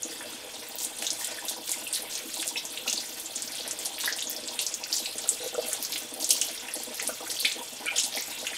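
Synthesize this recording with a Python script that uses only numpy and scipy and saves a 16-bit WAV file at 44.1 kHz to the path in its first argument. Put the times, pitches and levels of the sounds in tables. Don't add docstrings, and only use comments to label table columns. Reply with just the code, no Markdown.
import sys
import numpy as np
from scipy import signal
from scipy.fft import rfft, irfft, next_fast_len
from scipy.io import wavfile
from scipy.ndimage import uniform_filter1d, map_coordinates

SR = 44100
rng = np.random.default_rng(int(sys.argv[2]) if len(sys.argv) > 2 else 0)


def transcribe(u):
    v = np.clip(np.atleast_2d(u).T, -1, 1)
    q = np.round(v * 32767).astype(np.int16)
    wavfile.write(sys.argv[1], SR, q)


def undo_db(level):
    steps = np.asarray(level, float) / 20
    return 10 ** steps


N = 377937


def unit(x):
    return x / np.sqrt(np.mean(x ** 2) + 1e-20)


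def along(points, hz):
    f, value = np.transpose(points)
    return np.interp(np.log(hz + 1), np.log(f + 1), value)


def wobble(rate):
    return map_coordinates(rng.standard_normal(N // 100), [np.arange(N) * rate / SR])


def filtered(x, response):
    m = next_fast_len(N + SR // 2)
    return irfft(rfft(x, m) * response(np.fft.rfftfreq(m, 1 / SR)), m)[..., :N]


def modes(table):
    return lambda f: sum(undo_db(db) * 1j * f * width / (centre * centre - f * f + 1j * f * width)
                         for centre, width, db in table)


def bubbles(s, db, hz, rise, cycles, size):
    s, db, hz, rise, cycles = (v[:, None] for v in np.broadcast_arrays(s, db, hz, rise, cycles))
    start = np.floor(s * SR).astype(int)
    step = np.arange(size)
    age = np.maximum(step / SR - (s - start / SR), 0) * hz / cycles
    climb = np.log(np.maximum(rise, .6))
    turns = cycles * (age + climb * (np.minimum(age, 3) ** 2 / 2 - age / 2))
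    envelope = undo_db(db) * 4 * age * np.exp(1 - 2 * age - age * age / 2)
    wave = envelope * np.sin(2 * np.pi * turns)
    return np.bincount((start + step).ravel(), wave.ravel(), N + size)[:N]


def tiles(x, wet_db):
    # frequency in Hz, time to fall 60 dB in seconds.
    decay = [(200, 0.37), (1500, 0.3), (4000, 0.25), (10000, 0.15), (16000, 0.14)]
    hz, t, z = signal.stft(rng.standard_normal((6, SR // 2)), SR, nperseg=128)
    fade = undo_db(-60 * t / along(decay, hz)[:, None])
    tails = signal.istft(z * fade, SR, nperseg=128)[1]
    age = np.arange(tails.shape[1]) / SR
    bowl = 1 + 1.5 * undo_db(-60 * age / .05)
    tails = tails * (age > .0015) * bowl
    tails = tails / np.linalg.norm(tails, axis=1, keepdims=True)
    place = np.arange(N) * 10 // SR % 6 == np.arange(6)[:, None]
    return x + undo_db(wet_db) * signal.fftconvolve(x * place, tails, axes=1)[:, :N].sum(axis=0)


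def tap():
    # frequency in Hz, level in dB per Hz.
    air = [(12, -38), (25, -6.5), (60, -9), (160, -5.5), (500, 6.5), (1370, -5.5), (2900, -4.5),
           (4700, -10.5), (8600, -10.5), (12400, -11.5), (15500, -24)]
    # frequency in Hz, width in Hz, level in dB.
    hiss_modes = [(2680, 50, 5), (3186, 25, 12), (3410, 18, 21), (3535, 22, 16), (4170, 40, 11),
                  (4895, 50, 12), (8500, 200, 11), (11000, 100, 6)]
    # frequency in Hz, level in dB rms.
    mains = [(116, -72.5)]
    hiss_ring = modes(hiss_modes)
    hiss = filtered(rng.standard_normal(N), lambda f: undo_db(along(air, f)) * (1 + np.abs(hiss_ring(f))))
    t = np.arange(N) / SR
    hum = sum(undo_db(db + 2.5 + 1.5 * wobble(3.37)) * np.sin(2 * np.pi * hz * t) for hz, db in mains)
    return undo_db(-45.5 + wobble(3.71)) * unit(hiss) + hum


def spray():
    # time in seconds, patter in dB, brightness in dB per octave.
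    thrown = [(0, -37.5, -1.5), (.5, -39, -3), (.9, -36, -1.5), (1.6, -34.5, -1), (2.3, -35, 0),
              (3.1, -36, 0.5), (3.7, -36, -3), (4.4, -36.5, -2), (5.1, -35.5, 0.5), (5.45, -33.5, -1),
              (5.7, -37, -3.5), (6.1, -35.5, 1.5), (6.6, -33.5, -3.5), (7.2, -35, -0.5), (7.6, -34, -0.5),
              (7.9, -37.5, -6), (8.2, -36, -0.5), (8.57, -30.5, -3.5)]
    # frequency in Hz, level in dB per Hz.
    colour = [(880, 12.5), (1500, 13.5), (2010, 2), (2280, -4), (3480, 2), (8370, 10), (12400, 9.5),
              (15500, 10)]
    knots, levels, tilts = np.transpose(thrown)
    t = np.arange(N) / SR
    db = np.interp(t, knots, levels)
    tilt = np.interp(t, knots, tilts)
    late, pitch, rarity, opening = rng.random((5000, 4)).T
    when = late * (N - 1) / SR
    hz = 2200 * 6.5 ** pitch
    size_db = np.minimum(-4 * np.log(1 - rarity), 8)
    size_db = size_db + tilt[(when * SR).astype(int)] * np.log2(hz / 6500)
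    drops = unit(bubbles(when, size_db, hz, rise=1.1 + .5 * opening, cycles=6, size=300))
    wash = undo_db(-20.5 + 0.28 * wobble(30)) * rng.standard_normal(N)
    patter = unit(filtered(drops + wash, lambda f: undo_db(along(colour, f))))
    return undo_db(db - 11.5 + 2.6 * np.tanh(wobble(15))) * patter


def slugs():
    # start in seconds, length in seconds, level
    # in dB rms.
    run_off_slugs = [(0.049, 0.015, -39.5), (0.094, 0.035, -42.5), (0.147, 0.087, -45.5), (0.242, 0.056, -43.5),
                     (0.322, 0.039, -41), (0.408, 0.086, -47), (0.533, 0.066, -46), (0.602, 0.057, -46.5),
                     (0.694, 0.038, -48), (0.747, 0.023, -39.5), (0.804, 0.019, -46), (0.848, 0.022, -42.5),
                     (0.892, 0.028, -45), (0.994, 0.059, -42.5), (1.107, 0.055, -47), (1.184, 0.051, -43),
                     (1.281, 0.054, -42), (1.353, 0.031, -46), (1.421, 0.045, -40), (1.506, 0.028, -36.5),
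                     (1.556, 0.065, -42.5), (1.671, 0.058, -44.5), (1.759, 0.026, -42), (1.795, 0.047, -45.5),
                     (1.865, 0.064, -51), (1.99, 0.078, -42.5), (2.098, 0.037, -51), (2.153, 0.018, -49),
                     (2.195, 0.031, -44), (2.24, 0.045, -41), (2.344, 0.078, -43.5), (2.445, 0.031, -41.5),
                     (2.505, 0.032, -45), (2.544, 0.043, -45.5), (2.633, 0.029, -45), (2.686, 0.031, -45),
                     (2.732, 0.034, -50), (2.782, 0.048, -46), (2.847, 0.049, -40.5), (2.931, 0.015, -40),
                     (2.97, 0.03, -46), (3.018, 0.039, -47), (3.084, 0.027, -49), (3.117, 0.02, -43),
                     (3.157, 0.03, -45), (3.224, 0.036, -49), (3.283, 0.039, -44), (3.36, 0.022, -44),
                     (3.395, 0.023, -48), (3.437, 0.013, -36.5), (3.467, 0.086, -47.5), (3.581, 0.035, -40.5),
                     (3.641, 0.045, -42.5), (3.727, 0.013, -37.5), (3.78, 0.052, -41),
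                     (3.865, 0.039, -41), (3.904, 0.11, -49), (4.018, 0.069, -46), (4.112, 0.021, -46),
             (4.145, 0.033, -44), (4.23, 0.12, -46.5), (4.344, 0.058, -45), (4.427, 0.076, -44.5),
             (4.498, 0.057, -46), (4.586, 0.079, -45), (4.699, 0.032, -45), (4.76, 0.017, -47),
             (4.797, 0.03, -43), (4.891, 0.092, -50), (4.998, 0.043, -46.5), (5.07, 0.029, -43),
             (5.144, 0.027, -41.5), (5.188, 0.081, -44), (5.307, 0.057, -43), (5.438, 0.02, -47),
             (5.528, 0.023, -44), (5.572, 0.022, -53), (5.731, 0.023, -39), (5.781, 0.041, -44),
             (5.892, 0.066, -47), (6.006, 0.045, -45.5), (6.114, 0.12, -43.5), (6.218, 0.062, -55),
             (6.283, 0.082, -44.5), (6.35, 0.071, -49.5), (6.426, 0.041, -46), (6.475, 0.053, -49),
             (6.62, 0.083, -46), (6.746, 0.062, -41), (6.87, 0.082, -42), (7.012, 0.053, -42),
             (7.08, 0.061, -46), (7.203, 0.039, -42), (7.274, 0.089, -46), (7.425, 0.047, -41),
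             (7.557, 0.075, -40.5), (7.723, 0.02, -42), (7.795, 0.071, -42.5), (7.913, 0.075, -42),
             (8.019, 0.027, -35), (8.059, 0.034, -43.5), (8.125, 0.081, -38), (8.278, 0.042, -45),
             (8.419, 0.03, -42), (8.501, 0.026, -40.5),
                     (5.4, 0.041, -44.5),
        (5.618, 0.086, -42.5),
        (8.374, 0.046, -44.5),
    ]
    s, length, db = np.transpose(run_off_slugs)
    edges = np.clip(np.round(np.r_[s, s + length] * SR).astype(int), 0, N - 1)
    flow = np.cumsum(np.bincount(edges, np.r_[undo_db(db), -undo_db(db)], N))
    soft_edge_s, slug_db, trickle_db = 0.011, -1, -62
    return undo_db(trickle_db) + undo_db(slug_db) * uniform_filter1d(flow, int(soft_edge_s * SR))


def drain():
    # time in seconds, peak in dB, pitch in Hz.
    gulp_events = [(4.043, -35, 1010), (5.402, -31.5, 460), (5.418, -32, 454), (5.439, -28, 466),
                   (5.46, -23, 450), (5.529, -32, 422), (5.546, -25, 487), (5.58, -16.5, 482),
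                   (5.587, -18.5, 540), (5.598, -29, 600), (5.628, -36, 500), (5.643, -37, 675),
                   (5.684, -35, 590), (0.447, -38, 560), (6.762, -31.5, 550), (7.091, -24.5, 575),
                   (8.15, -32, 610), (8.428, -30.5, 576)]
    # frequency in Hz, width in Hz, level in dB.
    low_modes = [(250, 32, -8), (328, 30, -6), (505, 35, -2), (610, 35, 0), (670, 45, -1), (780, 80, 0),
                 (940, 26, 3), (1305, 40, -10), (1490, 40, -7)]
    s, db, hz = np.transpose(gulp_events)
    gulps = bubbles(s, db, hz, rise=1, cycles=3, size=2000)
    when, pitch, size = rng.random((2500, 3)).T
    slap_db = 12 * size + 3 * pitch
    slaps = bubbles(when * (N - 1) / SR, slap_db, 240 * 4.2 ** pitch, rise=1.1, cycles=2.5, size=900)
    run_off = undo_db(2.5) * slugs() * unit(slaps)
    wet = tiles(undo_db(-2.5) * gulps, wet_db=-12) + run_off
    low_ring = modes(low_modes)

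    def throat(f):
        return signal.freqs([1, 0, 0], [1, 1300, 1420 ** 2], 2 * np.pi * f)[1]

    return filtered(wet, lambda f: low_ring(f) * throat(f) ** 2) + undo_db(-10) * gulps


def ticks():
    # time in seconds, level in dB, pitch in Hz.
    droplets = [(0.0223, -26.5, 9800), (0.227, -30.5, 9550), (0.687, -27, 15100), (0.7561, -22, 15100),
                (0.8352, -24, 13000), (0.849, -17.5, 8200), (0.9674, -30, 9200), (0.987, -25.5, 9400),
                (1.022, -34, 4270), (1.1313, -22.5, 9400), (1.2717, -23, 8800), (1.4529, -24.5, 11300),
                (1.66, -29, 15100), (1.6932, -31, 5800), (1.8441, -28, 12000), (1.876, -24, 9300),
                (1.9768, -34, 13700), (2.3414, -22, 7700), (2.401, -24, 8900), (2.4199, -23, 8850),
                (2.4705, -24, 9500), (3.5206, -27.5, 9700), (3.554, -25, 8700), (3.608, -26, 4000),
                (3.6776, -22.5, 9500), (3.73, -30, 11500), (3.7894, -24.5, 8000), (3.8517, -22, 10700),
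                (3.857, -21, 5600), (3.865, -23, 9000), (3.9882, -27, 12000), (4.059, -26, 3750),
                (4.298, -18, 15000), (4.438, -29, 4700), (4.4766, -24, 7300), (4.928, -23, 6700),
                (5.6809, -27, 10200), (5.8257, -27, 5100), (5.9211, -25, 11400), (5.9285, -25, 3600),
                (6.1398, -25, 10000), (6.2026, -37, 13200), (6.4491, -25, 10900), (6.4677, -25, 9900),
                (6.513, -28, 10000), (6.5477, -27, 8750), (6.6861, -33, 10300), (6.8007, -27.5, 7200),
                (6.8346, -23.5, 10700), (6.9446, -29, 11000), (7.0708, -25, 5700), (7.2757, -26.5, 10200),
                (7.3152, -23, 10000), (7.4543, -24, 9400), (7.5154, -27, 3600), (7.8592, -24, 9000),
                (8.2229, -23, 7150)]
    s, db, hz = np.transpose(droplets)
    return bubbles(s, db - 1, hz, rise=1.5, cycles=4 * (hz / 6000) ** .5, size=400)


def finger_pops():
    # time in
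    # seconds, peak in dB, pitch in Hz, pitch rise as a ratio.
    finger_pockets = [(1.2456, -21, 8550, 2.4), (1.496, -25, 10800, 1.7), (1.6935, -22, 8140, 1.9),
                      (1.7165, -17, 8000, 2.9), (1.9278, -19.5, 8500, 1.2), (1.949, -22.5, 9350, 1.4),
                      (2.0217, -26, 10600, 1.5), (2.4773, -19.5, 8000, 2.4), (3.1981, -26.5, 9800, 3.1),
                      (3.4213, -22.5, 8000, 1.8), (3.858, -23.5, 9200, 1.3), (4.0585, -20, 11300, 1.4),
                      (4.59, -23.5, 8800, 1.2), (4.6144, -25.5, 11200, 1.7), (5.1826, -23.5, 8000, 1.6),
                      (5.2902, -10, 8000, 1.4), (5.685, -23.5, 10400, 1.4), (5.7306, -17.5, 8200, 2),
                      (5.8264, -21.5, 11500, 2), (5.9794, -25, 8640, 2), (6.2916, -18, 9100, 1.9),
                      (6.3071, -11.5, 8900, 1.76), (6.33, -18, 10800, 2.9), (6.7385, -21.5, 10000, 1.35),
                      (7.0262, -25, 8800, 2.8), (7.0754, -17, 9400, 1.37), (7.3083, -28, 8500, 1.4),
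                      (7.4031, -20.5, 10700, 2.7),
                      (0.0316, -21, 6750, 0.81), (0.817, -32, 5500, 3), (1.0664, -21.5, 6530, 1.4),
               (1.1039, -18, 6000, 3.5), (1.484, -25.5, 6400, 3.4), (2.153, -24, 6040, 4.8),
               (2.575, -28, 5370, 0.98), (3.004, -27, 5070, 3.1), (3.259, -27, 7300, 1.1),
               (5.477, -28.5, 6900, 1.5), (5.543, -29.5, 7400, 1.5), (7.635, -36, 9500, 2),
               (7.733, -36, 9100, 2), (2.6523, -25.5, 7160, 2.7), (2.8812, -23.5, 6400, 1.3),
               (2.8978, -19.5, 6560, 2.7), (2.928, -17.5, 6700, 2), (3.359, -22, 7000, 1.5),
               (3.7102, -22, 7200, 1.9), (3.7984, -31, 7660, 1.5), (4.125, -22, 5500, 1.5),
               (4.2712, -24.5, 6600, 1.05), (4.6652, -19, 6260, 2.7), (4.7403, -20.5, 6760, 1.76),
               (4.965, -20, 6530, 1.7), (5.849, -23.5, 5750, 3.6), (6.2435, -17, 6740, 2.4),
               (6.3053, -12, 5680, 2), (6.414, -14, 7100, 2.2), (6.9987, -26.5, 6450, 1.5),
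               (7.9603, -38, 6960, 1.8), (7.9832, -15, 6760, 1.2), (8.035, -20, 7500, 2.2),
               (8.4682, -25.5, 6700, 1.2),
                      (5.2425, -32.5, 3620, 2.3), (1.067, -21.5, 3630, 1.24), (1.483, -27.5, 3740, 0.97),
                (1.947, -25.5, 4920, 1.9), (1.9596, -24.5, 3900, 1.23), (2.397, -28.5, 3570, 0.8),
                (2.5732, -25, 3700, 1.1), (2.7739, -25, 3280, 1.6), (2.879, -23.5, 3860, 1.4),
                (2.9767, -22.5, 4400, 1.2), (3.476, -29, 5300, 1.6), (3.5832, -32, 3760, 2.2),
                (4.2228, -24, 3570, 1.37), (4.4832, -27.5, 4280, 2.2), (4.591, -20.5, 3780, 2.14),
                (4.8383, -25, 5200, 2.8), (4.9274, -17, 4900, 1.4), (5.0585, -24, 4230, 1.6),
                (5.922, -26, 5240, 1.8), (6.308, -23, 4450, 2.9), (6.4174, -23, 3050, 1.3),
                (7.3001, -26.5, 4350, 1.8), (7.389, -25, 4300, 0.77), (7.409, -24, 4400, 0.89),
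                (7.452, -15, 3620, 1.65), (7.961, -23, 3470, 0.84), (8.184, -29, 4660, 3.1)]
    s, db, hz, rise = np.transpose(finger_pockets)
    db = db - 2.5
    pops = bubbles(s, db, hz, np.minimum(rise, 1.9), cycles=10 * (hz / 6000) ** .5, size=400)
    cracks = bubbles(s, db - 17, 8000, rise=1, cycles=.6, size=40)
    late, size, pitch = rng.standard_normal((len(s), 3)).T
    after_s = np.minimum(s + .006 * np.exp(late / 2), (N - 1) / SR)
    after_hz = np.clip(hz * 2 ** (.25 * pitch), 3000, 13000)
    after_cycles = 8 * (after_hz / 6000) ** .5
    after = bubbles(after_s, db - 10 + 2 * size, after_hz, rise=1.52, cycles=after_cycles, size=400)
    return pops + cracks + after


def palm_squelches():
    # time in seconds, peak in dB, pitch in Hz, pitch rise as a ratio.
    pockets = [(0.2078, -30, 1680, 1.6), (1.0235, -22, 2820, 3), (1.211, -30.5, 1910, 0.91),
               (1.868, -25, 2800, 0.87), (2.0532, -35, 2190, 0.93), (2.427, -21.5, 2950, 3.8),
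               (2.5578, -21, 2620, 1), (2.559, -27, 2160, 0.95), (2.7731, -26, 2960, 1.2),
               (2.8767, -18.5, 2680, 1.03), (3.982, -24.5, 2850, 2.3), (4.0373, -27.5, 1650, 4.5),
               (4.076, -16.5, 1790, 1.26), (4.187, -23, 3040, 1.6), (4.591, -23, 2930, 1.25),
               (4.8332, -29.5, 2540, 1.4), (5.056, -24.5, 2750, 0.72), (5.959, -18.5, 3150, 2.8),
               (6.3092, -18, 2950, 1.26), (6.684, -27, 2710, 0.94), (6.997, -21, 2160, 2.2),
               (7.4481, -13.5, 2300, 1.43), (7.875, -28, 2440, 1.3), (7.9862, -18.5, 3050, 1.7),
               (8.174, -22, 2150, 1.3), (8.468, -18, 2810, 1.65), (8.5322, -26, 2000, 1.4)]
    s, db, hz, rise = np.transpose(pockets)
    first = bubbles(s, db - 8, hz, rise, cycles=6.1, size=1200)
    late, pitch = rng.standard_normal((len(s), 2)).T
    after_s = np.minimum(s + .012 * np.exp(late / 2), (N - 1) / SR)
    after_hz = hz * 2 ** (.0625 * pitch)
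    second = bubbles(after_s, db - 19, after_hz, rise=0.96, cycles=6.1, size=1200)
    return first + second


def drips():
    # time in seconds, peak in dB, pitch in Hz.
    falls = [
        (0.33, -50, 1410),
        (1.384, -41, 1700),
        (2.862, -43, 1330),
        (5.255, -44.5, 1340),
        (6.685, -40, 1900),
        (7.203, -46, 1180),
        (7.268, -45, 1460),
        (7.366, -33.5, 3130),
        (7.59, -36, 3200),
    ]
    s, db, hz = np.transpose(falls)
    return bubbles(s, db, hz, rise=1.2, cycles=8, size=1200)


def strokes():
    # start in seconds, level in dB rms, length in seconds, middle pitch in Hz.
    rubs = [(0.784, -28, 0.078, 7500), (1.021, -26, 0.028, 7550), (1.194, -29.5, 0.066, 7750),
            (1.482, -28, 0.041, 6800), (1.67, -28.5, 0.072, 7600), (1.93, -28.5, 0.08, 6800),
            (2.108, -32.5, 0.096, 5850), (2.338, -33, 0.16, 7100), (2.565, -32, 0.033, 4420),
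            (2.867, -33, 0.16, 6100), (3.174, -33.5, 0.059, 7950), (3.352, -35.5, 0.11, 6500),
            (3.515, -35, 0.098, 6060), (3.79, -32, 0.084, 7460), (4.001, -28.5, 0.11, 6300),
            (4.161, -32, 0.26, 6170), (4.591, -27.5, 0.069, 6440), (4.92, -27, 0.087, 6560),
            (5.274, -31.5, 0.071, 7640), (5.658, -32.5, 0.11, 8140), (5.833, -35, 0.19, 6500),
            (6.198, -29.5, 0.1, 5800), (6.318, -27, 0.074, 7300), (6.42, -33, 0.082, 6400),
            (6.941, -34.5, 0.18, 7760), (7.301, -31, 0.075, 6500), (7.39, -30, 0.14, 5570),
            (7.958, -22.5, 0.068, 6250), (8.038, -28.5, 0.17, 5600)]
    s, db, length, hz = np.transpose(rubs)[:, :, None]
    pitch, size = rng.standard_normal((len(s), 2, 45)).transpose(1, 0, 2)
    late = rng.random((len(s), 45)) ** 1.3
    db = db + 10 * np.log10(length * 10) + 7 * np.clip(size, -3, 1) + 3 * np.minimum(pitch, 0)
    hz = np.clip(hz * 2 ** (0.669 * pitch), 3300, 14000).ravel()
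    s = np.minimum(s + length * late, (N - 1) / SR).ravel()
    return bubbles(s, db.ravel() - 6.5, hz, rise=1.5, cycles=5.5, size=400)


def cups():
    # time in seconds, peak in dB, pitch in Hz, life in seconds.
    notes = [
        (1.735, -42, 2170, .008),
        (4.006, -33, 5900, .008),
        (4.044, -36, 3750, .015),
        (5.548, -45, 1310, .01),
        (7.093, -36, 1330, .012),
        (7.863, -46, 1460, .04),
        (7.864, -36, 2350, .01),
        (7.877, -40, 2960, .022),
        (7.879, -35, 2360, .03),
    ]
    s, db, hz, life = np.transpose(notes)
    flutter = 1 + wobble(400)
    return flutter * bubbles(s, db, hz, rise=1.03, cycles=hz * life, size=4000)


def nulls(f):
    width_hz, depth_db = 40, -14
    response = 1
    for centre in (385, 566, 703):
        reactive = centre * centre - f * f
        loss = 1j * f * width_hz
        response = response * (reactive + loss * undo_db(depth_db)) / (reactive + loss)
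    return response


def scene():
    splash = tiles(spray(), wet_db=4)
    hands = ticks() + finger_pops() + palm_squelches() + drips() + strokes()
    wet = tiles(hands, wet_db=0) + tiles(cups(), wet_db=-5)
    return filtered(wet + splash + drain() + tap(), nulls)[None]


def low_pass(x):
    return signal.sosfilt(signal.butter(12, 16980, fs=SR, output="sos"), x)


def record(dry):
    # frequency in Hz, gain in dB.
    edge = [(15700, 0), (15900, -50), (16950, -54), (17100, -90)]
    mix = filtered(dry, lambda f: undo_db(along(edge, f)))
    return low_pass(mix)


dry = scene()
out = record(dry)
transcribe(out)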